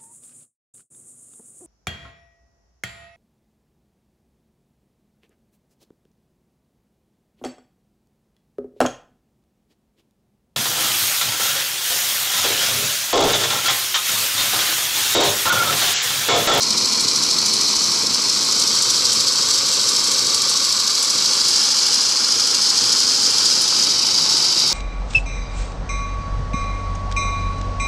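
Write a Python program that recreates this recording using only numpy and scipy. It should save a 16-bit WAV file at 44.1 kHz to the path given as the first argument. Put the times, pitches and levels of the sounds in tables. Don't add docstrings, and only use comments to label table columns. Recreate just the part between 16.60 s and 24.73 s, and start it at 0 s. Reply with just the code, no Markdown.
import sys
import numpy as np
from scipy import signal
from scipy.fft import rfft, irfft, next_fast_len
from scipy.io import wavfile
from scipy.ndimage import uniform_filter1d, minimum_filter1d, map_coordinates

SR = 44100
rng = np.random.default_rng(int(sys.argv[2]) if len(sys.argv) > 2 else 0)


def store_wav(level_fs):
    pcm = np.round(np.clip(np.atleast_2d(level_fs), -1, 1) * 32767)
    wavfile.write(sys.argv[1], SR, pcm.T.astype(np.int16))


N = 358533


# place/cycles, width/cycles, level/dB re steady chatter
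RATTLE_BOUTS = [(.12, .02, -2), (.28, .03, -.5), (.415, .036, 4.5), (.67, .033, -3.5), (.82, .042, -2.3),
                (.955, .025, -1)]
# f/Hz, width/Hz, level/dB at front, flank, rear quarter, rear
CUTTER_MODES = [(3049, 160, -18.5, -18.5, -14, -16.5), (3316, 547, -14.5, -10.5, -6.5, -18),
                (3900, 540, -10.5, -5, -7, -6.5), (4318, 630, 1, -0.5, 1, -7),
                (4600, 410, -10, -0.5, 1, -3.5), (4865, 240, -7, -5, 2, -1.5),
                (5130, 290, -3.5, -5.5, 3.5, -5.5), (5330, 710, -2, 1, 2, -1),
                (5850, 870, -2, -0.5, 2, -4.5), (6590, 910, -7, -4.5, -0.5, -8.5),
                (7625, 940, -8.0, -3.5, -4, -12), (8800, 2000, -14, -13, -9, -18.5),
                (10150, 1800, -22, -18, -15.5, -22.5), (11100, 3600, -18.5, -16, -17, -23.0)]
# t/s, level/dB
CUTTER_DB = [(0.1, -18.5), (1.21, -17.5), (1.46, -19), (2.1, -17), (4.42, -18), (5.0, -16), (5.69, -17.5),
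             (6.18, -16), (8.1, -16.5)]

def cutter(cycle, bout_scatter_db=0.8, straw_db=-4, shielding_db=-1.8, full_hz=5200):
    bouts = np.zeros(N)
    for place, width, db in RATTLE_BOUTS:
        turn, offset = np.divmod(cycle - place + 1.5, 1)
        force = undb(db + bout_scatter_db * rng.standard_normal(256))[turn.astype(int)]
        bouts += force ** 2 * np.exp(-.5 * ((offset - .5) / width) ** 2)
    shake = 1 + bouts * undb(shielding_db * (view() - 0.5)) ** 2
    chatter = impacts(rate_hz=260, scatter_db=1.7, ring_s=0.003, order=6) + undb(straw_db) ** 2
    strength = np.sqrt(shake * chatter)

    def drive(hz):
        exponent = min(hz / full_hz, 1.05) ** 0.95
        return strength ** exponent * rng.standard_normal(N)

    return radiate(drive, CUTTER_MODES) * undb(curve(CUTTER_DB))


# t/s, level/dB
DRIVE_SLAMS = [(0.4068, -21), (0.8594, -21.5), (0.9363, -22.5), (1.9964, -20), (2.2228, -19),
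               (2.3037, -19.5), (2.5294, -19.5), (3.2924, -19), (3.5144, -19), (3.7447, -18.5),
               (3.895, -20), (4.4273, -19.5), (4.8833, -18), (7.0165, -20)]

def strokes(cycle, place=.385, jitter_cycles=.015, side_db=(-30.5, -30, -30, -31), scatter_db=4.5):
    turns = np.arange(int(cycle[-1]))
    late, force = rng.standard_normal((256, 2))[turns].T
    at = np.searchsorted(cycle, turns + place + jitter_cycles * late).clip(0, N - 1)
    db = np.interp(view()[at], np.arange(len(side_db)), side_db) + scatter_db * np.clip(force, -2, 1)
    for time_s, slam_db in DRIVE_SLAMS:
        turn = int(cycle[int(time_s * SR)])
        at[turn], db[turn] = int(time_s * SR), slam_db
    return np.bincount(at, undb(db), N)


# f/Hz, relative level/dB
CLANK_SPECTRUM = [(1500, -36), (3200, -3), (4500, -16), (6000, 12.5), (7800, 13), (9800, 6), (12000, -4.5),
                  (15000, -17)]
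# f/Hz, width/Hz, level/dB re crash
KNIFE_MODES = [(8950, 160, -18), (9680, 140, -18)]

def clanks(cycle, crack_s=0.00088, crack_db=-6, ring_s=0.016):
    age_s = np.arange(SR // 10) / SR
    decay = undb(crack_db) * np.exp(-age_s / crack_s) + np.exp(-age_s / ring_s)
    strength = signal.fftconvolve(strokes(cycle), decay)[:N]
    knots_hz, knots_db = np.transpose(CLANK_SPECTRUM)
    size = next_fast_len(N)
    bins_hz = np.fft.rfftfreq(size, 1 / SR)
    colour = undb(np.interp(np.log(bins_hz + 1), np.log(knots_hz), knots_db))
    ring = irfft(rfft(rng.standard_normal(size)) * colour, size)[:N]
    crash = strength * ring / np.std(ring)
    clink = sum(undb(db) * resonance(crash, hz, width) for hz, width, db in KNIFE_MODES)
    return crash + np.std(crash) * clink


# f/Hz, width/Hz, level/dB at front, flank, rear quarter, rear
EXHAUST_MODES = [(78, 40, -15.5, -15, -17, -15.5), (117, 41, -6.5, -7, -7.5, -8),
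                 (163, 59, -5, -8, -9, -3.5), (213.4, 42, 1.5, -4, -4, -7), (274.4, 92, 1, -3, -1, -1),
                 (371, 163, 2, -1, -1, -0.5), (470, 102, -3.5, -1, -2, -9), (538, 58, -10.5, -4, -4, -5)]
# t/s, level/dB
EXHAUST_DB = [(0.1, -34.5), (3.35, -37.5), (3.6, -35.5), (4.15, -41), (4.8, -38), (5.18, -40.5),
              (6.34, -37.5), (8.1, -37)]

def exhaust(cycle, place=.88, scatter_db=4.5, puff_cycles=0.093, flow=1.25, thud_db=-9, rebound_s=0.067):
    openings = np.diff(np.floor(cycle - place), prepend=np.floor(-place))
    pulses = openings * undb(scatter_db * rng.standard_normal(N))
    puff = flow + np.exp(-((cycle - place) % 1) / puff_cycles)
    lag_s = np.arange(SR // 12) / SR

    def drive(hz):
        rebound = rng.standard_normal(len(lag_s)) * np.exp(-lag_s / rebound_s)
        thud = signal.oaconvolve(pulses, rebound)[:N]
        gas = puff * rng.standard_normal(N)
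        return undb(thud_db) * thud / np.std(thud) + gas / np.std(gas)

    return radiate(drive, EXHAUST_MODES) * undb(curve(EXHAUST_DB))


# f/Hz, width/Hz, level/dB at front, flank, rear quarter, rear
CASING_MODES = [(678, 330, -12.5, -14.5, -12.5, -13), (908, 310, -7, -10.5, -0.5, -1),
                (1154, 406, -1, -0.5, -0.5, -3), (1447, 390, -13, -7, 1.5, -4),
                (1874, 520, -14, -13.5, -8, -13.5), (2312, 600, -3.5, -5, -1, -2),
                (2754, 360, -12, -9, -5.5, -8), (2764, 76, -21, -21, -4, -8)]

def casing(cycle, throb_depth=0.065, place=0.89, level_db=-32.5):
    knocks = np.sqrt(impacts(rate_hz=800, scatter_db=1.5, ring_s=0.0032))
    strength = knocks * (1 + throb_depth * np.cos(2 * np.pi * (cycle - place)))
    return radiate(lambda hz: strength * rng.standard_normal(N), CASING_MODES) * undb(level_db)


def low_rumble(hz=60, width_hz=44, level_db=-60):
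    strength = np.sqrt(impacts(rate_hz=9, scatter_db=-0.5, ring_s=0.0054, order=6))
    return undb(level_db) * resonance(strength * rng.standard_normal(N), hz, width_hz)


def reflections(x, gain=.12):
    out = x
    for first_s, last_s in [(.0021, .0015), (.0029, .004), (.0058, .0045)]:
        delay = SR * np.linspace(first_s, last_s, N)
        out = out + gain * map_coordinates(x, [np.arange(N) - delay], order=1)
    return out


# t/s, side (0 front, 1 flank, 2 rear quarter, 3 rear)
LISTENER_SIDE = [(0, 0), (1.3, 0), (2.3, 1), (4.4, 1), (5.2, 2), (6.8, 2), (7.4, 3), (8.13, 3)]

def view():
    return curve(LISTENER_SIDE)


def radiate(drive, modes):
    side = view()
    total = np.zeros(N)
    for hz, width_hz, *side_db in modes:
        beam = np.interp(side, np.arange(len(side_db)), undb(side_db))
        total += beam * resonance(drive(hz), hz, width_hz)
    return total / np.sqrt(uniform_filter1d(total ** 2, size=SR // 2) + 1e-18)


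def resonance(x, hz, width_hz):
    b, a = signal.iirpeak(min(hz, .45 * SR), hz / width_hz, fs=SR)
    y = signal.sosfilt([np.r_[b, a]] * 2, x)
    return y / np.std(y)


def impacts(rate_hz, scatter_db, ring_s, order=3):
    gaps_s = rng.gamma(order, 1 / order, 20000) / rate_hz
    size = undb(scatter_db * np.clip(rng.standard_normal(len(gaps_s)), -2, 2))
    at = (np.cumsum(gaps_s) * SR).astype(int)
    hits = np.bincount(at[at < N], size[at < N] ** 2, N)
    energy = signal.lfilter([1], [1, -np.exp(-1 / (ring_s * SR))], hits)
    return energy / energy.mean()


def curve(table):
    return np.interp(np.arange(N) / SR, *np.transpose(table))


def undb(db):
    return 10 ** (np.asarray(db) / 20)


# t/s, firing rate/Hz
FIRING_HZ = [(0.0, 13.251), (1.5, 13.168), (2.2, 13.211), (3.7, 13.147), (5.0, 13.143), (6.0, 13.214),
             (7.3, 13.136), (8.1, 13.088)]

def scene():
    cycle = np.cumsum(curve(FIRING_HZ)) / SR
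    pipe = exhaust(cycle)
    metal = casing(cycle) + cutter(cycle)
    mono = pipe + low_rumble() + reflections(metal + clanks(cycle))
    return np.array([mono, mono])


def record(dry, ceiling=.64, window_samples=45, top_hz=15000):
    allowed = ceiling / np.maximum(np.abs(dry[0]), ceiling)
    gain = uniform_filter1d(minimum_filter1d(allowed, window_samples), window_samples)
    lowpass = signal.ellip(12, .2, 90, top_hz, fs=SR, output="sos")
    return signal.sosfilt(lowpass, dry * gain)


dry = scene()
out = record(dry)
store_wav(out)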